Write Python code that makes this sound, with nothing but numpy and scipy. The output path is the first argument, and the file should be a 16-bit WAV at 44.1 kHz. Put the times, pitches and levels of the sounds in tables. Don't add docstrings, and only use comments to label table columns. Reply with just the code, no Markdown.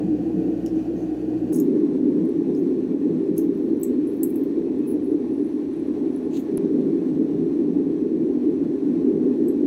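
import sys
import numpy as np
from scipy import signal
from scipy.fft import rfft, irfft, next_fast_len
from scipy.io import wavfile
from scipy.ndimage import uniform_filter1d, minimum_filter1d, map_coordinates

SR = 44100
rng = np.random.default_rng(int(sys.argv[2]) if len(sys.argv) > 2 else 0)


def dump_mix(stems):
    frames = np.atleast_2d(stems).T
    limited = np.clip(frames, -1, 1)
    pcm = np.round(limited * 32767).astype(np.int16)
    wavfile.write(sys.argv[1], SR, pcm)


N = 426091

FRACTURES_PER_S = 3100
CATCHES_PER_S = 130


def amp(db):
    return 10 ** (np.asarray(db) / 20)


def unit(x):
    return x / np.sqrt(np.mean(x ** 2) + 1e-20)


def along(points, hz):
    f, v = np.transpose(points)
    return np.interp(np.log(hz + 1), np.log(f + 1), v)


def curves(rows):
    s, *cols = np.transpose(rows)
    return [np.interp(np.arange(N) / SR, s, c) for c in cols]


def wobble(rate):
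    knots = rng.standard_normal(int(N * rate / SR) + 4)
    return map_coordinates(knots, [np.arange(N) * rate / SR])


def filtered(x, response):
    m = next_fast_len(len(x) + 8192)
    return irfft(rfft(x, m) * response(np.fft.rfftfreq(m, 1 / SR)), m)[:len(x)]


def noise(response):
    return unit(filtered(rng.standard_normal(N), response))


def impulses(count, per_s):
    return (rng.random(count) < per_s / SR) * rng.standard_normal(count)


def rise_and_fall(t, length, rise_share):
    return np.interp(t / length, [0, np.clip(rise_share, .02, .98), 1], [0, 1, 0])


def bell(hz, centre, width):
    return 1 / (1 + ((hz - centre) / width) ** 2)


def lowpass(hz, edge_hz, order):
    return 1 / np.sqrt(1 + (hz / edge_hz) ** (2 * order))


def add(track, s, sound):
    part = track[max(round(s * SR), 0):][:len(sound)]
    part += sound[:len(part)]


def walls(x, echo_db, count=8):
    delays = rng.uniform(.002, .025, count)
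    return filtered(x, lambda hz: 1 + amp(echo_db) * sum(np.exp(-2j * np.pi * hz * s) for s in delays))


def room(x, t60=0.15):
    t = np.arange(SR // 3) / SR
    tail = rng.standard_normal(len(t)) * amp(-60 * t / t60) * (1 - np.exp(-t / .003))
    return signal.fftconvolve(x, tail / np.linalg.norm(tail))


def motor(moved):
    # pitch_hz, first_spot_db, second_spot_db, waver_db
    hum_lines = [(58.2, -48.5, -64, 0.5), (86, -76.5, -57.5, 1.5), (119.2, -43.5, -61.5, 1.2)]
    # frequency_hz, relative_level_db (per Hz)
    rumble_colour = [(20, -33), (40, -16.5), (60, 0), (90, 2.5), (135, 5.5), (170, -7), (300, -37),
                     (1000, -120)]
    t = np.arange(N) / SR
    hum = np.zeros(N)
    for hz, first_db, second_db, waver_db in hum_lines:
        level_db = first_db + moved * (second_db - first_db) + waver_db * wobble(5.1)
        phase = 2 * np.pi * hz * t + 0.17 * wobble(4.0)
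        hum += amp(level_db) * np.sqrt(2) * np.sin(phase)
    rumble = noise(lambda hz: amp(along(rumble_colour, hz)))
    return hum + amp(-53.0) * rumble


def jet(spectrum, pipe, level_db, waver_db):
    def response(hz):
        lift_db = sum(db * bell(hz, c, w) ** 2 for c, w, db in pipe)
        return amp(along(spectrum, hz) + lift_db)
    hiss = unit(walls(noise(response), echo_db=-20))
    flow = unit(wobble(1.6) + wobble(25))
    return amp(level_db + waver_db * flow) * hiss


def resonating(modes):
    def response(hz):
        radiated = hz ** 2 / (hz ** 2 + 80 ** 2)
        return radiated * np.sqrt(sum((amp(db) * bell(hz, c, w)) ** 2 for c, w, db in modes))
    x = noise(response)
    power = np.abs(uniform_filter1d(x ** 2, size=SR // 6))
    return x / np.sqrt(power + 1e-9)


def flutter(depth_db):
    surge = wobble(14)
    return depth_db * unit(surge - uniform_filter1d(surge, size=SR // 3))


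def flame(strength, furnace, boom, rush, roar_gain_db, boom_gain_db, rush_gain_db):
    roar_db, boom_db, rush_db = curves(strength)
    roar = amp(roar_db + roar_gain_db + flutter(1.14)) * resonating(furnace)
    low_boom = amp(boom_db + boom_gain_db + flutter(2.5)) * resonating(boom)
    upper_rush = amp(rush_db + rush_gain_db + flutter(1)) * resonating(rush)
    return roar + low_boom + upper_rush


def slide():
    # frequency_hz, relative_level_db (per Hz)
    swish_colour = [(1500, -14), (2700, -1), (4300, -2), (5200, -14), (6500, -1.5), (7600, -7), (8600, -16),
                    (16000, -19)]
    fizz_colour = [(5000, -30), (6500, 3), (8600, -8), (11000, -2), (14000, 0), (16000, -5)]
    start_s, fizz_lag_s, t60_s = 6.297, .045, 0.18

    def swish(colour, onset_s, rise_s, db):
        t = np.arange(N) / SR - onset_s
        decay = amp(-60 * np.maximum(t - rise_s, 0) / t60_s)
        shape = np.clip(t / rise_s, 0, 1) * decay
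        return amp(db + 1.6 * wobble(110)) * shape * noise(lambda hz: amp(along(colour, hz)))

    body = swish(swish_colour, start_s, rise_s=0.075, db=-50.5)
    fizz = swish(fizz_colour, start_s + fizz_lag_s, rise_s=0.053, db=-55)
    return body + fizz


def creaks():
    # start_s, length_s, level_db (rms before the fades), pitch_hz,
    # sharpness (pitch over half width), slips_per_s
    creak_list = [(4.745, 0.094, -67, 2530, 80, 1500), (4.808, 0.087, -60, 2550, 80, 1500),
                  (5.25, .36, -77, 10400, 60, 450), (5.69, 0.23, -73.5, 10400, 70, 320),
                  (6.06, .24, -75, 10200, 25, 600)]
    fade_s = .05
    stutter_per_s, stutter_db, uneven_db = 57, 4, 1
    out, t = np.zeros(N), np.arange(SR // 2) / SR
    for s, length, db, pitch_hz, sharpness, slips_per_s in creak_list:
        slips = impulses(len(t), slips_per_s)
        pings = unit(filtered(slips, lambda hz: bell(hz, pitch_hz, pitch_hz / sharpness)))
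        shape = np.clip(np.minimum(t, length - t) / fade_s, 0, 1)
        stutter = np.sin(2 * np.pi * stutter_per_s * t + 2 * wobble(15)[:len(t)])
        level_db = db + stutter_db * stutter + uneven_db * wobble(20)[:len(t)]
        add(out, s, amp(level_db) * shape * pings)
    return out


def scrapes():
    # start_s, length_s, level_db (rms before shaping), rise_share (of length)
    scrape_list = [(4.862, 0.095, -49, 0.24), (5.005, .17, -66.5, 0.26)]
    # frequency_hz, relative_level_db (per Hz)
    colour = [(7000, -40), (9300, -31), (9900, -2), (10400, 1), (11000, -7), (12100, -11), (12900, -20),
              (13600, -12), (14400, -19), (15250, -6), (16000, -13)]
    catch_db = 2.5
    out, t = np.zeros(N), np.arange(SR // 2) / SR
    for s, length, db, rise_share in scrape_list:
        slips = impulses(len(t), FRACTURES_PER_S)
        rasp = unit(filtered(slips, lambda hz: amp(along(colour, hz))))
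        level_db = db + catch_db * wobble(CATCHES_PER_S)[:len(t)]
        rasp = amp(level_db) * rise_and_fall(t, length, rise_share) * rasp
        add(out, s, rasp)
        add(out, s, amp(-10) * room(rasp, t60=.2))
    return out


def flake(x, pitch_hz, sharpness, upper_db):
    def response(hz):
        s = 1j * hz / pitch_hz
        mode = s / sharpness / (s * s + s / sharpness + 1)
        edge = s * s / (s * s + 0.78 * s + 1.02)
        return (mode * edge ** 2 + amp(upper_db) * edge ** 3) * lowpass(hz, 17000, order=12)
    return filtered(x, response)


def crumbles():
    # start_s, length_s, level_db (rms before shaping), flake_pitch_hz,
    # higher_modes_db, rise_share (of length)
    runs = [(.66, 0.045, -56, 5600, -22, .05), (.72, .15, -66, 5970, -24, .35),
            (.92, .17, -65.5, 6220, -22, .5), (1.523, 0.091, -45.5, 6700, -5, .1),
            (1.524, 0.046, -45, 10400, -6, .15), (1.524, .13, -58.5, 5500, -13.5, .2),
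            (2.552, .07, -63, 6500, -16, .2), (2.555, .08, -66, 12500, -6, .45),
            (3.364, 0.059, -52, 6500, -9, .3), (3.366, 0.039, -55, 2800, -8, .25),
            (3.385, .09, -58, 13800, -12, .15), (3.5, .33, -72, 11500, -2, .4),
            (3.836, 0.065, -58, 7300, -26, .1), (4.07, 0.058, -58, 11000, -15, .13),
            (4.11, 0.14, -67, 11500, -5, .35), (4.241, 0.12, -58, 11000, -6, .25),
            (4.36, .17, -67, 11200, -5, .12), (5.3, .24, -71, 9600, -14, .65)]
    # centre_hz, width_hz, lift_db
    crust_modes = [(5240, 190, 6), (6700, 350, 4), (8100, 250, 7), (10300, 670, 7), (13600, 500, 5.5),
                   (15400, 350, 6)]
    clump_db = 1.5

    def crust(hz):
        return amp(sum(db * bell(hz, c, w) ** 2 for c, w, db in crust_modes))

    out, t = np.zeros(N), np.arange(SR // 2) / SR
    for s, length, db, pitch_hz, upper_db, rise_share in runs:
        fractures = impulses(len(t), FRACTURES_PER_S)
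        flakes = flake(fractures, pitch_hz, sharpness=14, upper_db=upper_db)
        level_db = db + clump_db * wobble(CATCHES_PER_S)[:len(t)]
        run = amp(level_db) * rise_and_fall(t, length, rise_share) * unit(filtered(flakes, crust))
        add(out, s, run)
        add(out, s, amp(-11.0) * room(run, t60=0.32))
    return out


def crack(t60, pitch_hz, sharpness, upper_db):
    t = np.arange(SR // 6) / SR
    burst = rng.standard_normal(len(t)) * amp(-60 * t / t60)
    x = flake(burst, pitch_hz, sharpness, upper_db)
    return x / np.abs(x).max()


def clicks():
    # start_s, peak_db
    dull_clicks = [(1.524, -36), (6.579, -26.5)]
    decay_s = 0.0012
    out, t = np.zeros(N), np.arange(SR // 20) / SR
    add(out, 6.5733, amp(-25.5) * crack(0.0046, 10250, sharpness=26, upper_db=-29))
    for s, db in dull_clicks:
        add(out, s, amp(db) * np.exp(-t / decay_s))
    return out


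def snap(pitch_hz, upper_db, ring_db, focus_db, body_db):
    # pitch_hz, relative_level_db, t60_s
    sheet_modes = [(5270, -17, .06), (6350, -15, .06), (7070, -11, .045), (8020, -3, .045), (8170, -9, .04),
                   (9450, -17, .04), (10600, -5, .025), (11350, 0, .075), (12700, -9, .03),
                   (13640, -3, .11), (15400, -6, .022)]
    x = crack(0.011, pitch_hz, sharpness=22, upper_db=upper_db)
    x = x + amp(body_db) * crack(0.0042, 1950, sharpness=4.3, upper_db=-10.0)
    t = np.arange(len(x)) / SR
    ring = np.zeros(len(x))
    for hz, db, t60 in sheet_modes:
        off_pitch_db = focus_db * abs(np.log2(hz / pitch_hz))
        level_db = db + rng.normal(0, 1) - off_pitch_db - 60 * t / t60
        ring += amp(level_db) * np.sin(2 * np.pi * (hz * t + rng.random()))
    x = x + amp(ring_db) * ring * (1 - np.exp(-t / 0.00026))
    return x / np.abs(x).max()


def ticks(count=3):
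    # start_s, peak_db (before splinters and room), flake_pitch_hz,
    # higher_modes_db, sheet_ring_db, focus_db (fall of the ring per octave away from the pitch), knock_db
    snaps = [(0.6625, -37, 5600, -24, -22, 60, -25), (.6612, -42, 6700, -20, -50, 20, -25),
             (.661, -40, 3000, -12, -43, 20, -15), (1.5455, -35, 6650, -18, -39, 20, -21),
             (1.561, -28.5, 10300, -16, -30, 18, -26), (1.587, -37, 6700, -25, -26, 20, -25),
             (1.6, -29, 7000, -16, -1, 70, -23), (1.6005, -29, 13550, -21, -26, 45, -25),
             (1.6035, -34, 13640, -30, -30, 46, -24), (2.2528, -51, 10500, -12, -40, 18, -10.5),
             (2.2904, -47.5, 10640, -18, -37, 20, -19), (2.55, -44, 5270, -18, 0, 43, -20),
             (3.3644, -49, 11100, -12, -35, 20, -20), (3.3796, -25.5, 11100, -12, -35, 20, -17),
             (3.381, -25.5, 13700, -11, -22, 40, -20), (3.381, -36, 6500, -22, -35, 20, -14),
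             (3.5484, -52, 10700, -15, -35, 20, -24), (3.5753, -53, 12200, -16, -35, 20, -25),
             (3.7718, -52, 10400, -15, -34, 20, -25), (3.7989, -41, 14130, -14, -26, 20, -20),
             (3.8144, -35, 14180, -14, -23, 20, -20), (3.8326, -25, 7940, -31, -7, 60, -19),
             (3.833, -23.5, 13700, -10, -22, 30, -22), (3.8374, -28, 11400, -11, -19, 20, -20),
             (3.838, -41, 6400, -28, -2, 90, -30), (4.0719, -43, 10500, -21, -34, 20, -20),
             (4.136, -51, 14000, -14, -30, 20, -20), (4.1704, -49, 14000, -14, -30, 20, -20),
             (4.2327, -23, 8200, -32, -12, 70, -15), (4.233, -23, 10750, -12, -8, 22, -27),
             (4.2331, -21, 13700, -2, -12, 26, -30), (4.2735, -44, 9600, -10, -30, 20, -20),
             (4.296, -41, 11000, -6, -24, 20, -20), (4.3047, -35, 10970, -10, -24, 10, -20),
             (4.342, -43, 10700, -14, -30, 20, -20), (4.358, -33, 11300, -8, -8.5, 20, -9),
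             (4.3834, -47, 13700, -14, -20, 20, -20), (4.436, -43, 13500, -28, -10, 60, -20),
             (4.7885, -53, 9600, -7, -35, 19, -20), (6.1619, -45.5, 10200, -20, -40, 20, -20),
             (9.484, -38.5, 11400, -30, -3, 65, -8), (9.484, -41.5, 8050, -25, -3, 50, -20)]
    splinter_db, splinter_s = -15, 0.015
    out = np.zeros(N)
    for s, db, pitch_hz, upper_db, ring_db, focus_db, body_db in snaps:
        sound = snap(pitch_hz, upper_db, ring_db, focus_db, body_db)
        for delay, smallness in rng.random((count, 2)):
            splinter = crack(.012, pitch_hz * (1 + .1 * smallness), sharpness=8, upper_db=upper_db)
            add(sound, delay * splinter_s, amp(splinter_db - 6 * delay) * splinter)
        add(out, s, amp(db) * sound)
        add(out, s, amp(db - 10) * room(sound))
    return out


def scene():
    # time_s, roar_db, boom_db, rush_db (each before a fixed gain below)
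    flame_a = [(0.0, -21.5, -29, -46), (0.7, -23.0, -34.5, -48), (1.15, -25, -39.5, -46),
               (1.5, -22, -37.5, -48)]
    flame_b = [(1.55, -17.5, -32.5, -50), (2.15, -19, -32.5, -50), (2.85, -21.5, -34, -50.5),
               (3.22, -20.5, -31.5, -51), (3.9, -21, -39, -53.5), (4.6, -22, -40.5, -51.5),
               (5.25, -21.5, -42, -50.0), (5.75, -25, -43.5, -52.5), (6.0, -22.5, -43, -48),
               (6.48, -24, -37.5, -49), (6.7, -19, -31.5, -50.5), (7.2, -21, -33, -50),
               (7.75, -19.5, -33.5, -49.5), (8.0, -21.5, -36, -52.5), (8.4, -19, -40, -49.5),
               (8.75, -22.3, -38.5, -51.5), (9.0, -18.5, -31, -49.5), (9.65, -19, -41, -50)]
    # centre_hz, width_hz, relative_level_db
    furnace_a = [(254, 22, -9.5), (309, 30, -8), (316.7, 18, 2), (354, 18, -23.5), (442, 33, -17),
                 (500, 67, -24)]
    furnace_b = [(248.6, 15, -2), (271.6, 25.6, -2), (296.5, 15, 2.5), (331.8, 11.2, 1.5),
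                 (366.6, 36.4, -7), (394.9, 11.9, -3), (423.8, 15, -9.5), (463.3, 26, -17.5),
                 (511.4, 21, -22)]
    boom_a = [(177, 8.3, 0), (192, 22, -6)]
    boom_b = [(154, 9.8, -8.5), (176.8, 18, 1.5), (210, 13, 0.5)]
    rush_a = [(641, 50, -5), (722, 46, -1), (785, 65, -7.5), (930, 50, -19.5), (1080, 79, -20.5)]
    rush_b = [(600, 40, 1.5), (720, 39, -4.5), (828, 48, -5), (897, 17, -13), (1000, 21, -16),
              (1090, 33, -14.5)]
    # frequency_hz, relative_level_db (per Hz)
    jet_a = [(590, -37), (1000, -4.5), (1220, -5.5), (1470, -0.5), (1850, -1), (2080, -8.5), (2470, -2.5),
             (3420, -10.5), (3710, -12), (4570, -12), (5130, -15.5), (5970, -13), (7700, -18.5),
             (15100, -23.5), (16000, -26.5)]
    jet_b = [(590, -29.5), (1000, 1), (1100, -2), (1240, -7.5), (1800, -7.5), (2820, -14), (2950, -15),
             (4170, -14), (4790, -21.5), (5830, -19), (6930, -25.5), (8140, -24.5), (11900, -28),
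             (13800, -30), (15700, -38.5)]
    # centre_hz, width_hz, lift_db
    pipe_a = [(1865, 50, 4), (2540, 70, 1), (2730, 60, 2.5), (4520, 110, 3), (5500, 40, 1.5)]
    pipe_b = [(1500, 18, 1.3), (1770, 18, 3.8), (1840, 21, 6.4), (2340, 50, 5.1), (2560, 34, 5),
              (2792, 37, 4.7), (4320, 43, 3.6), (6060, 340, 2.2), (8000, 250, 4.5)]

    move_s, crossing_s = 1.523, .006
    moved = np.clip((np.arange(N) / SR - move_s) / crossing_s, 0, 1)
    first = flame(flame_a, furnace_a, boom_a, rush_a, roar_gain_db=-0.6, boom_gain_db=-1.0, rush_gain_db=-1.5)
    first = first + jet(jet_a, pipe_a, level_db=-58.5, waver_db=0.7)
    second = flame(flame_b, furnace_b, boom_b, rush_b,
                   roar_gain_db=-0.62, boom_gain_db=-1.2, rush_gain_db=-1.13)
    second = second + jet(jet_b, pipe_b, level_db=-58, waver_db=0.7)
    burner = np.sqrt(1 - moved) * first + np.sqrt(moved) * second
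    scale = slide() + scrapes() + crumbles() + ticks()
    return motor(moved) + burner + creaks() + scale + clicks()


def record(dry):
    needed = np.minimum(1, amp(-9.2) / (np.abs(dry) + 1e-9))
    held = minimum_filter1d(needed, size=SR // 50)
    gain = uniform_filter1d(uniform_filter1d(held, size=SR // 100), size=SR // 100)
    return filtered(dry * gain, lambda hz: lowpass(hz, 15850, order=120))


dry = scene()
out = record(dry)
dump_mix(out)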